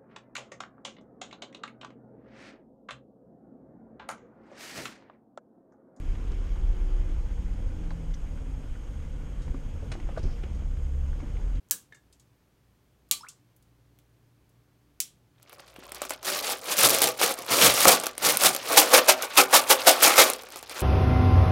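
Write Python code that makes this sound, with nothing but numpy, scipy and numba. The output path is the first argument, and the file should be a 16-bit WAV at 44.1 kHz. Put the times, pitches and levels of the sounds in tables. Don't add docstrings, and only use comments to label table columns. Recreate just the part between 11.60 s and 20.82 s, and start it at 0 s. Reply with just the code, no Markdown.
import sys
import numpy as np
from scipy import signal
from scipy.fft import rfft, irfft, next_fast_len
from scipy.io import wavfile
from numba import njit

SR = 44100
rng = np.random.default_rng(int(sys.argv[2]) if len(sys.argv) > 2 else 0)


def makeup_ratio(level_db):
    decades = np.asarray(level_db, float) / 20
    return 10 ** decades


def int16_out(signal):
    q = np.round(np.clip(np.atleast_2d(signal).T, -1, 1) * 32767)
    wavfile.write(sys.argv[1], SR, q.astype(np.int16))


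N = 406602


def rms_one(x):
    return x / np.sqrt(np.mean(x ** 2) + 1e-20)


def at_hz(points, hz):
    table_hz, value = np.transpose(points)
    return np.interp(np.log(hz), np.log(table_hz), value)


def in_time(rows, quiet=-120):
    s, level = np.transpose(rows)
    return np.interp(np.arange(N) / SR, s, level, quiet, quiet)


def add(out, s, piece):
    i = round(s * SR)
    out[i:i + len(piece)] += piece[:N - i]


def drift(rate, size=1):
    r = np.exp(-2 * np.pi * rate * size / SR)
    white = rng.standard_normal((N + SR) // size)
    slow = signal.lfilter([1], [1, -2 * r, r * r], white)[SR // size:]
    return np.interp(np.arange(N) / size, np.arange(len(slow)), rms_one(slow))


def band(x, hz, octaves):
    edges = [hz * 2 ** (-octaves / 2), min(hz * 2 ** (octaves / 2), .45 * SR)]
    return signal.sosfilt(signal.butter(2, edges, "band", fs=SR, output="sos"), x)


def low_pass(x, order, hz):
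    return signal.sosfilt(signal.butter(order, hz, fs=SR, output="sos"), x)


def high_pass(x, order, hz):
    return signal.sosfilt(signal.butter(order, hz, "high", fs=SR, output="sos"), x)


def ring(clicks, hz, t60):
    r, w = makeup_ratio(-60 / (t60 * SR)), 2 * np.pi * hz / SR
    return signal.lfilter([0, np.sin(w)], [1, -2 * r * np.cos(w), r * r], clicks + 1e-18)


@njit
def bending_ring(clicks, w, r):
    out = np.zeros(len(clicks))
    for i in range(2, len(clicks)):
        out[i] = 2 * r * np.cos(w[i]) * out[i - 1] - r * r * out[i - 2] + np.sin(w[i]) * clicks[i - 1]
    return out


# pitch_hz, level_db
AIR_HISS = [(15, -54), (25, -25), (48, -16.5), (72, -25), (92, -6), (123, -10.5), (166, -14), (263, -17.5),
            (293, -9), (335, -24), (363, -18.5), (575, -26), (624, -25), (16000, -44.5)]
# pitch_hz, rms_db
MOTOR_HUM = [(59.2, -70), (118.4, -70.5), (290.7, -80.5)]
AIR_DB = -65


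def ventilation():
    white = rng.standard_normal((2, N))
    hiss = np.zeros(N)
    for k, hz in enumerate(28 * 2 ** np.arange(0, 9.3, .5)):
        hiss += makeup_ratio(at_hz(AIR_HISS, hz)) * band(white[k % 2], hz, 0.86)
    hum = sum(makeup_ratio(db) * rms_one(ring(rng.standard_normal(N), hz, 2.5)) for hz, db in MOTOR_HUM)
    return makeup_ratio(AIR_DB - 1.5) * rms_one(hiss) + hum


ROOM_T60_S, ROOM_DB, WALL_CUT_HZ = 0.41, -22, 2630


def bathroom(x):
    size = next_fast_len(N + SR)
    z = np.exp(-2j * np.pi * np.arange(size // 2 + 1) / size)
    dull = np.exp(-2 * np.pi * WALL_CUT_HZ / SR)
    response = 0
    for k, lag in enumerate((rng.uniform(.005, .022, 10) * SR).astype(int)):
        loop = makeup_ratio(-60 * lag / SR / ROOM_T60_S) * (1 - dull) / (1 - dull * z) * z ** lag
        response = response + (-1) ** k * loop / (1 - loop)
    for lag in (47, 131):
        response = response * (z ** lag - .6) / (1 - 0.35 * z ** lag)
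    return irfft(rfft(x, size) * response, size)[:N]


# start_s, level_db
SUNKEN_KNOCKS = [
    (.323, -54),
    (.348, -59.5),
    (0.37, -66),
]
# pitch_hz, level_db, t60_s
UNDER_WATER_MODES = [(1690, -2, 0.13), (1770, -1, 0.066), (1860, -6, 0.033), (2130, -1, 0.027),
                     (2800, -12, .06), (3600, -16, 0.16), (3670, -18, 0.13)]
# time_s, pitch_hz, level_db
BUBBLE_GLIDES = [
    [(1.606, 890, -75), (1.61, 917, -62), (1.63, 1020, -58), (1.64, 1380, -54), (1.65, 1500, -58)],
    [(1.644, 980, -67), (1.652, 1070, -54), (1.662, 1450, -56), (1.67, 2320, -54), (1.68, 2700, -66),
     (1.69, 2660, -58)],
    [(1.609, 5100, -65), (1.612, 5200, -51), (1.618, 5300, -64), (1.624, 5300, -72)],
]


def under_water():
    clicks = np.zeros(N)
    for s, db in SUNKEN_KNOCKS:
        scrape = rng.standard_normal(600) * np.exp(-np.arange(600) / (0.0055 * SR))
        add(clicks, s, makeup_ratio(db - 15.5) * scrape)
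    out = sum(makeup_ratio(db) * ring(clicks, hz, t60) for hz, db, t60 in UNDER_WATER_MODES)
    for rows in BUBBLE_GLIDES:
        s, hz, db = np.transpose(rows)
        t = np.arange(s[0], s[-1], 1 / SR)
        level = makeup_ratio(np.interp(t, s, db) + 7.5 + 5 * drift(95)[:len(t)])
        phase = 2 * np.pi * np.cumsum(np.interp(t, s, hz)) / SR
        add(out, s[0], level * np.sin(phase))
    return out


# pitch_hz, level_db_per_hz
STRIKE_COLOUR = [(120, -46), (200, -11.5), (735, -31), (1620, -1.5), (1870, -27.5), (2700, -1.5),
                 (3690, -4), (3970, -10), (7140, -0.5), (16000, -6.5)]
# pitch_hz, t60_s
BOWL_DECAY = [(500, 0.27), (1320, 0.14), (3480, 0.16), (9190, 0.12), (15000, 0.094)]
# start_s, peak_db, low_db, tail_db, tilt_db_per_octave
CANDY_DROPS = [
    (0.1092, -3.5, 13, -17.5, 5.5),
    (1.5114, -2, 0, -17.5, 0.1),
    (3.4019, -6, -2, -14.5, 1),
]
# start_s, peak_db, tail_db, tilt_db_per_octave, narrowing_db (around 7 kHz)
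WATER_DROPLETS = [(.0865, -48, -28, 7, 4.5), (0.097, -48, -31, .6, -2), (0.3238, -53, -14, -14, 4),
                  (.345, -50.5, 4, -10, 26), (0.5257, -49, -3.5, -8, 10), (0.5962, -49.5, -1.5, -6.5, 10),
                  (1.488, -53, -16, 2, 2.5), (1.6854, -35, 0, -6, 12), (1.9629, -52, -9.5, 8.5, -3),
                  (2.0244, -55, -12, -0.5, 1.5), (2.3875, -46.5, -19.5, 0, -2.5),
                  (2.8924, -57, -15, 5, 2.5)]
# pitch_hz, level_db, t60_s
PORCELAIN_MODES = [
    [(510, -7.5, 0.042), (1690, 3.5, 0.042), (2770, -8, 0.078), (3310, -22, 0.072), (3870, -7.5, 0.099),
     (4760, -17, 0.12), (5990, -4, 0.1), (6840, -4, .1), (8200, 7, 0.075)],
    [(1190, -9.5, .04), (2375, -6.5, 0.072), (3285, -10, .12), (4030, -2, .14), (4430, -2, 0.11),
     (6780, -11.5, .11), (7560, 0.5, .1), (8600, -1.5, 0.12)],
    [(2300, -20, 0.061), (4004, -10, 0.15), (5600, -4, .2), (5140, -16, .12), (6300, -12, .16),
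     (3300, -15, .14), (5950, -5, 0.11), (6100, -8.5, 0.1), (7350, -0.5, .09), (8330, -7, .12),
     (10000, -7, 0.11)],
]
SPOT_RING_DB = [-65.5, -59.5, -65]
DROPLET_LOW_DB, CANDY_NARROW_DB = -2.5, 1.6


def drops():
    out, t = np.zeros(N), np.arange(SR // 3) / SR
    pitches = 220 * 2 ** np.arange(0, 6.3, .5)
    hits = [(*row, CANDY_NARROW_DB) for row in CANDY_DROPS]
    hits += [(s, db, DROPLET_LOW_DB, *rest) for s, db, *rest in WATER_DROPLETS]
    for s, db, low_db, tail_db, tilt_db, narrow_db in hits:
        white = rng.standard_normal((2, len(t)))
        crack = np.exp(-t / 0.00027)
        piece = np.zeros(len(t))
        for k, hz in enumerate(pitches):
            octaves = np.log2(max(hz, 2000) / 7000)
            colour_db = at_hz(STRIKE_COLOUR, hz) + low_db * (hz < 2000)
            colour_db += tilt_db * octaves - narrow_db * octaves ** 2
            t60 = at_hz(BOWL_DECAY, hz)
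            early = makeup_ratio(tail_db) * makeup_ratio(-60 * t / (0.48 * t60))
            late = makeup_ratio(tail_db - 8.0) * makeup_ratio(-60 * t / (1.72 * t60))
            piece += makeup_ratio(colour_db) * band(white[k % 2] * (crack + early + late), hz, 0.51)
        add(out, s + 0.00074, makeup_ratio(db) * piece / np.abs(piece).max())
    for (s, *_), modes, ring_db in zip(CANDY_DROPS, PORCELAIN_MODES, SPOT_RING_DB):
        splash = rng.standard_normal(len(t)) * np.exp(-t / 0.022)
        add(out, s + 0.00078, sum(makeup_ratio(ring_db + db) * ring(splash, hz, t60) for hz, db, t60 in modes))
    return out


# crest_s, click_db, swell_s, fade_s, drumming_db
HEAP_SLIDES = [(4.672, -34.5, 0.044, 0.33, 2.5), (4.921, -33, 0.15, 0.023, 1.5),
               (5.129, -31.5, 0.1, 0.032, 1.5), (5.199, -20, 0.041, 0.05, -6),
               (5.255, -15.5, 0.042, 0.033, -2), (5.309, -26, 0.028, 0.15, 1.5),
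               (5.428, -21.5, 0.019, 0.079, 0.5), (5.485, -36, 0.05, 0.014, 9),
               (5.632, -26, 0.047, 0.068, 2.5), (5.711, -30.5, 0.12, 0.022, 2), (5.8, -51, 0.19, 0.12, 9.5),
               (5.919, -26, 0.036, 0.15, 3), (6.061, -17, 0.13, 0.065, -1), (6.247, -24, 0.24, 0.015, 0.5),
               (6.283, -15.5, 0.025, 0.057, 2.5), (6.316, -21, 0.032, 0.067, 1.5),
               (6.45, -45.5, 0.2, 0.09, 7.5), (6.667, -21.5, 0.058, 0.11, 0),
               (6.859, -17.5, 0.064, 0.05, 0), (6.94, -39.5, 0.14, 0.06, -2),
               (7.138, -30.5, 0.078, 0.041, 9), (7.22, -40, 0.034, 0.35, 10),
               (7.649, -45.5, 0.062, 0.016, 14.5), (8.659, -32.5, 0.52, 0.099, 6.5),
               (8.962, -44, 0.011, 0.034, 0), (9.03, -53, 0.009, 0.02, 6), (9.115, -46, 0.035, .04, -3),
               (9.197, -40, 0.074, 0.053, 6), (3.925, -62, .03, 0.043, 6), (4.0, -62, 0.033, 0.033, 9),
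               (4.085, -69, 0.033, 0.037, 11), (4.16, -63.5, .04, 0.033, 11),
               (4.25, -59.5, 0.035, 0.048, 5), (4.355, -51.5, 0.025, 0.042, 9),
               (4.424, -44, 0.017, 0.047, 5.5), (4.512, -47, 0.024, 0.052, 6.5)]
SLIDE_SPAN_DB = 20
SLIDE_ROUNDNESS = 1.43
BRISK_DB = -30
SLIDE_KNOCK_DB, SLIDE_KNOCK_GAIN, SLIDE_CARD_GAIN = -0.5, 0.27, 0.16


def slides():
    power, t = np.zeros((3, N)), np.arange(N) / SR
    for s, db, swell_s, fade_s, card_db in HEAP_SLIDES:
        span = slice(round((s - 2.5 * swell_s) * SR), round((s + 2.5 * fade_s) * SR))
        off_crest = np.maximum((s - t[span]) / swell_s, (t[span] - s) / fade_s)
        level = db - SLIDE_SPAN_DB * off_crest ** SLIDE_ROUNDNESS
        knock = level + SLIDE_KNOCK_DB + SLIDE_KNOCK_GAIN * (BRISK_DB - level)
        card = level + card_db + SLIDE_CARD_GAIN * (db - level)
        power[:, span] += makeup_ratio([level, knock, card]) ** 2
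    return power


# start_s, peak_db, pitch_hz, rise_s
GRIP_BUMPS = [(4.185, -37, 298, 0.0013), (4.747, -52, 156, 0.008), (5.239, -30.5, 156, 0.003),
              (5.441, -41, 132, 0.0032), (6.027, -27.5, 180, 0.0046), (6.05, -41, 112, 0.0073),
              (6.084, -36.5, 75, 0.0078), (6.253, -13, 700, 0.00053), (6.266, -23, 201, 0.0052),
              (6.271, -28, 60.3, 0.0036), (6.682, -50, 114, 0.016), (6.849, -49, 80, 0.0056),
              (7.166, -43, 164, 0.0054), (7.34, -58, 181, 0.0089), (8.441, -42, 159, 0.011),
              (8.578, -35, 144, 0.0025)]
# time_s, level_db
PALM_PRESSURE = [
    (4.6, -7),
    (5.3, 0.5),
    (5.75, -8),
    (6.1, 1.5),
    (6.45, -12),
    (6.75, 1),
    (7.1, -9),
    (7.4, -20),
]
RUB_DB, RUB_HZ = -22, 184


def grip():
    out, t = np.zeros(N), np.arange(SR // 6) / SR
    for s, db, hz, rise_s in GRIP_BUMPS:
        push = t / rise_s * np.exp(1 - t / rise_s)
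        add(out, s, makeup_ratio(db) * push * np.sin(2 * np.pi * hz * t))
    pressure = np.sqrt(slides()[2]) * makeup_ratio(in_time(PALM_PRESSURE))
    lumps = makeup_ratio(RUB_DB + 5.1 * drift(16, size=50))
    rub = pressure * lumps * rms_one(band(rng.standard_normal(N), RUB_HZ, 0.97))
    return high_pass(out + rub, 2, 48)


# time_s, click_db
LOOSE_ROLLING = [(3.74, -94), (3.89, -73.5), (4.22, -72), (4.37, -66), (4.5, -66), (4.585, -82), (5.0, -71),
                 (6.55, -73.5), (7.01, -53), (7.3, -38.5), (7.6, -50.5), (7.69, -55), (8.2, -46.5),
                 (8.45, -41), (8.78, -65.5), (8.96, -59.5), (9.06, -72), (9.22, -44)]
# start_s, peak_db, drumming_db, time_to_peak_s
BOX_SHAKES = [(7.169, 4.5, -2.5, 0.01), (7.21, -10, 5, 0.0091), (7.3325, 2, 2, 0.011),
              (7.3753, -4, 4.5, 0.0054), (7.484, 3, -2, 0.009), (7.6225, -16.5, -19, 0.0085),
              (7.7718, 2.5, 0.5, 0.012), (7.928, -2, 3.5, 0.015), (7.9407, 0.5, -7, 0.013),
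              (8.1, 4, -3, 0.009), (8.268, 3, -1.5, 0.013), (8.4225, 1.5, -3, 0.017),
              (8.452, -10, 7.5, 0.021), (8.5587, -14, -11, 0.02), (8.578, 2, -0.5, 0.0085),
              (8.597, -0.5, 0, 0.013)]
ROLL_KNOCK_DB, ROLL_KNOCK_GAIN = 4.5, 0.26
ROLL_CARD_DB, ROLL_CARD_GAIN = 3.5, 0.24
FIDGET_DB, FIDGET_PER_S = 3, 14


def motion():
    level = in_time(LOOSE_ROLLING) + FIDGET_DB * drift(FIDGET_PER_S)
    gentle = np.clip(BRISK_DB - level, 0, 55)
    knock = level + ROLL_KNOCK_DB + ROLL_KNOCK_GAIN * gentle
    card = level + ROLL_CARD_DB + ROLL_CARD_GAIN * gentle
    power = slides() + makeup_ratio([level, knock, card]) ** 2
    t = np.arange(SR // 4) / SR - .05
    after = np.maximum(t, 0)
    for s, db, card_db, peak_s in BOX_SHAKES:
        heap = (after / peak_s * np.exp(1 - after / peak_s)) ** 1.68
        leaders = makeup_ratio(-14.5) ** 2 * np.exp(np.minimum(t, 0) / 0.0075) * np.exp(-after / 0.0068)
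        stragglers = makeup_ratio(-5.0) ** 2 * np.exp(-after / 0.0071) * np.minimum(after / peak_s, 1)
        for layer, layer_db in zip(power, (-17, -18.0 + 0.097 * card_db, -14.0 + card_db)):
            add(layer, s + t[0] - .002, makeup_ratio(db + layer_db) ** 2 * (leaders + heap + stragglers))
    return np.sqrt(power)


def contacts(per_s, spread_db):
    size_db = spread_db * np.minimum(rng.exponential(1, N), 4.2)
    sizes = rms_one(makeup_ratio(size_db) * rng.choice([-1, 1], N))
    return (rng.random(N) < per_s / SR) * sizes * np.sqrt(SR / per_s)


INSIDE_T60_S, INSIDE_DB = 0.029, -26


def inside_box(clicks, white):
    power = signal.lfilter([1], [1, -makeup_ratio(-120 / (INSIDE_T60_S * SR))], clicks ** 2 + 1e-18)
    return clicks + makeup_ratio(INSIDE_DB) * np.sqrt(power) * white


# pitch_hz, level_db_per_hz
CLICK_COLOUR = [(880, -30), (1500, -3), (1740, -1.5), (2370, 4), (2560, 6), (9650, 7.5), (13800, 2),
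                (16000, -41)]
# pitch_hz, level_db, t60_s
CARD_MODES = [(182, -9.5, 0.048), (293.5, -8, 0.074), (380, -9.5, 0.12), (526.3, 4, 0.0466),
              (614.4, -2, 0.066), (700, 3, 0.032), (804, -1, 0.044), (880, 2, 0.022), (1079, 2.5, 0.029),
              (1197, 3.5, 0.024), (1352, 6.5, 0.015), (1690, 8.5, 0.003), (2323, 8, 0.0078)]
# start_s, peak_db, drumming_re_click_db
LIFTED_CLICKS = [(3.7987, -48.5, -4), (3.8275, -33.5, -29), (3.895, -36, -8), (3.9287, -33, -3.5),
                 (3.968, -52, 3), (3.9828, -45, 1), (4.0001, -36.5, -4.5), (4.0783, -39, -10),
                 (4.14, -43, -5), (4.1618, -35, 1), (4.2237, -49, 8), (4.2392, -40, -8),
                 (4.2657, -33, -5.5), (4.2926, -33, -11), (4.3189, -22.5, -6), (4.3465, -16, -36),
                 (4.391, -41, -18), (4.4176, -13.5, -5.5), (4.4508, -19, -10), (4.4947, -16, -31),
                 (4.5061, -11.5, -8.5), (4.5351, -22.5, -18), (4.6287, -24, -8)]
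# start_s, peak_db, drumming_re_click_db
TIPPED_CLICKS = [(4.664, -35, -7), (4.879, -19, -7), (4.9242, -26, -26), (5.087, -17, -10),
                 (5.1183, -13, -6), (5.1875, -3, -13), (5.233, 2, -17), (5.332, -12, -27),
                 (5.3852, -6, -31), (5.4182, 1, -20), (5.472, -10.5, -11), (5.572, -27, -6),
                 (5.6137, -11, -2), (5.6384, -10, -30), (5.7394, -16, -27), (5.7877, -18, -10),
                 (5.8208, -18.5, -21), (5.888, -28, 5), (5.9106, -15, -10), (6.139, -7, -23),
                 (6.2153, -5, -30), (6.253, 1, 0), (6.2719, -5, -2), (6.436, -12.5, -8), (6.467, -7.5, -9),
                 (6.579, -15.5, -12), (6.6388, -15, -12), (6.7708, -2, -35), (6.9478, -7.5, -14.5),
                 (6.9632, -10, -30)]
# start_s, peak_db, drumming_re_click_db
SETTLING_CLICKS = [(7.6229, -8.5, -34), (7.7376, -34, 6), (7.7745, -18, -37), (8.6998, -5, -18),
                   (8.734, -9.5, -23), (8.834, -24, -7), (8.9214, -24, -24), (8.9586, -21, -8),
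                   (9.0273, -21.5, -7), (9.095, -22, -13), (9.111, -28, -2), (9.1621, -30, -29)]
# start_s, peak_db, drumming_re_click_db
MORE_TIPPED_CLICKS = [(4.5607, -36, -15), (4.6279, -25, -15), (4.6922, -27, -15), (4.7614, -21, -4),
                      (4.7885, -10, -23), (4.846, -16, -22), (4.8912, -14, -13), (4.899, -13, -15),
                      (4.9246, -25, -20), (4.9724, -36, -15), (4.9836, -31, -19), (4.9921, -26, -19),
                      (5.018, -40, -17), (5.028, -31, -19), (5.042, -26, -17), (5.0723, -24, -5),
                      (5.1387, -11, -20), (5.1572, -23, -17), (5.2594, 0, -13), (5.2874, -4, -15),
                      (5.2945, -1, -23), (5.3034, -2.5, -18), (5.3474, -8, -16), (5.4044, -9, -14),
                      (5.4404, 1, -25), (5.4874, -13, -16), (5.58, -27, -15), (5.5954, -23, -17),
                      (5.8628, -20, -11), (5.92, -7.5, -15), (5.9725, -18, -13), (6.3984, -16, -21),
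                      (6.4117, -20, -10), (6.4424, -16, -15), (6.4577, -14, -10), (6.5114, -31, -13),
                      (6.5326, -38, -17), (6.5515, -32, -8), (6.6233, -18, -30), (6.659, -7, -21),
                      (6.8084, -12, -17), (6.8214, -5, -25), (6.836, 1, -24), (7.0429, -31, -12),
                      (7.0504, -31, -17), (7.0628, -21, -14), (7.0858, -27, -15), (7.098, -23, -15),
                      (7.1202, -10, -15)]
# start_s, peak_db, drumming_re_click_db
STRAY_CLICKS = [(7.4855, -22, -13), (7.4934, -4, -10), (7.6554, -35, -15), (7.6994, -39, -15),
                (7.9418, -16, -23), (8.0697, -20, -11), (8.1015, -4, -22), (8.2207, -29, -15),
                (8.276, -11, -2), (8.437, -3, -18), (8.5579, -7, -15), (8.5799, -3, -9), (8.668, -17, -18),
                (8.679, -21, -21), (8.688, -15, -15), (8.762, -25, -15), (8.784, -34, -15),
                (8.8205, -25, -12), (8.8867, -32, -5), (8.903, -32, -11), (8.9424, -32, -15),
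                (9.0761, -37, -17), (9.1446, -26, -20)]
# time_s, tilt_db_per_octave (around TAUT_HZ)
CARD_SQUEEZE = [(3.7, -2.5), (4.3, -3.5), (4.7, -0.3), (5.1, -1.5), (5.5, -1.4), (5.9, -0.5), (6.2, .1),
                (6.5, -1.5), (6.8, 1), (7.2, -0.3), (7.5, 1), (7.8, 1.5), (8.0, 1.5), (8.15, 1.5),
                (8.3, -0.1), (8.5, 1.7), (8.7, .1), (9.22, 0.7)]
TAUT_HZ, WANDER, WANDER_PER_S = 700, .045, 5
FLEX_DB, FLEX_PER_S, CARD_SPREAD_DB = 2, 6.9, 3.5
BURST_DB, BURSTS_PER_S, TUMBLE_S = 2.3, 130, .0007
BOX_LOW_HZ, SOFT_CONTACT_HZ = 278.2, 4846


def candy_box():
    click, knock, card = motion()
    clumps = makeup_ratio(4.5 * drift(25))
    bursts = makeup_ratio(BURST_DB * drift(BURSTS_PER_S) - 1.5)
    hard_per_s = np.clip(9000 * (click / makeup_ratio(-22.5)) ** .7 * clumps, 20, 15000)
    soft_per_s = np.clip(4000 * (knock / makeup_ratio(-22.5)) ** 0.4 * clumps, 250, 15000)
    blows_per_s = np.clip(2500 * (card / makeup_ratio(-19.5)) ** .4 * clumps, 100, 15000)
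    hard = click * bursts * contacts(hard_per_s, spread_db=2.5)
    soft = knock * clumps ** 0.38 * contacts(soft_per_s, spread_db=4.5)
    blows = card * contacts(blows_per_s, spread_db=3.0)
    singles = LIFTED_CLICKS + TIPPED_CLICKS + SETTLING_CLICKS + MORE_TIPPED_CLICKS + STRAY_CLICKS
    s, db, card_db = np.transpose(singles)
    taut = in_time(CARD_SQUEEZE, quiet=0)
    pitches, white = np.geomspace(1500, 15500, 20), rng.standard_normal((2, N))
    dealt = rng.uniform(0, 22.5, N)
    bright, dull, drum = np.zeros((3, N))
    own = rng.normal(0, 1, (len(s), len(pitches) + len(CARD_MODES), 2))
    at = np.round((s[:, None] + .0003 + TUMBLE_S * np.abs(own[..., 1])) * SR).astype(int)
    for k, hz in enumerate(pitches):
        colour = (-1) ** k * makeup_ratio(at_hz(CLICK_COLOUR, hz)) * np.sqrt(hz / 5000)
        t60 = 4.22 / hz + 0.0012
        octaves = np.log2(hz / 6000)
        apart = (dealt - k) ** 2
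        clicks = hard * np.exp(-apart / 7.1) * makeup_ratio(-9.5 + 11.0 * min(octaves, 0))
        single_db = 1.08 * db - 23.5 + 5.16 * own[:, k, 0] + 5.8 * octaves
        clicks[at[:, k]] += np.sign(own[:, k, 1]) * makeup_ratio(single_db)
        knocks = soft * np.exp(-apart / 4.1) * makeup_ratio(-9)
        bright += colour * ring(inside_box(clicks, white[k % 2]), hz, t60)
        dull += colour * ring(inside_box(knocks, white[1 - k % 2]), hz, t60)
    for k, (hz, mode_db, t60) in enumerate(CARD_MODES):
        flex_db = FLEX_DB * drift(FLEX_PER_S, size=50) + taut * np.log2(hz / TAUT_HZ)
        clicks = blows * rng.standard_normal(N) * makeup_ratio(-32.5 + flex_db)
        single_db = db + card_db - 16.5 + 8.7 * min(np.log2(hz / 700), 0)
        clicks[at[:, -1 - k]] += makeup_ratio(single_db + CARD_SPREAD_DB * own[:, -1 - k, 0])
        bent = 2 * np.pi * hz / SR * (1 + WANDER * drift(WANDER_PER_S, size=50))
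        drum += makeup_ratio(mode_db) * bending_ring(clicks, bent, makeup_ratio(-60 / (t60 * SR)))
    softened = low_pass(dull + drum, 3, SOFT_CONTACT_HZ)
    return high_pass(bright + softened, 4, BOX_LOW_HZ)


def scene():
    near = drops() + under_water() + candy_box() + grip()
    return (near + makeup_ratio(ROOM_DB) * bathroom(near) + ventilation())[None]


def top_cut(x):
    return signal.sosfilt(signal.butter(12, 16980, fs=SR, output="sos"), x)


def record(dry):
    rounded = .85 * np.tanh(dry / .85)
    cut = signal.sosfilt(signal.cheby2(14, 28, 16150, fs=SR, output="sos"), rounded)
    cut = signal.sosfilt(signal.cheby2(12, 50, 17300, fs=SR, output="sos"), cut)
    return top_cut(cut)


dry = scene()
out = record(dry)
int16_out(out)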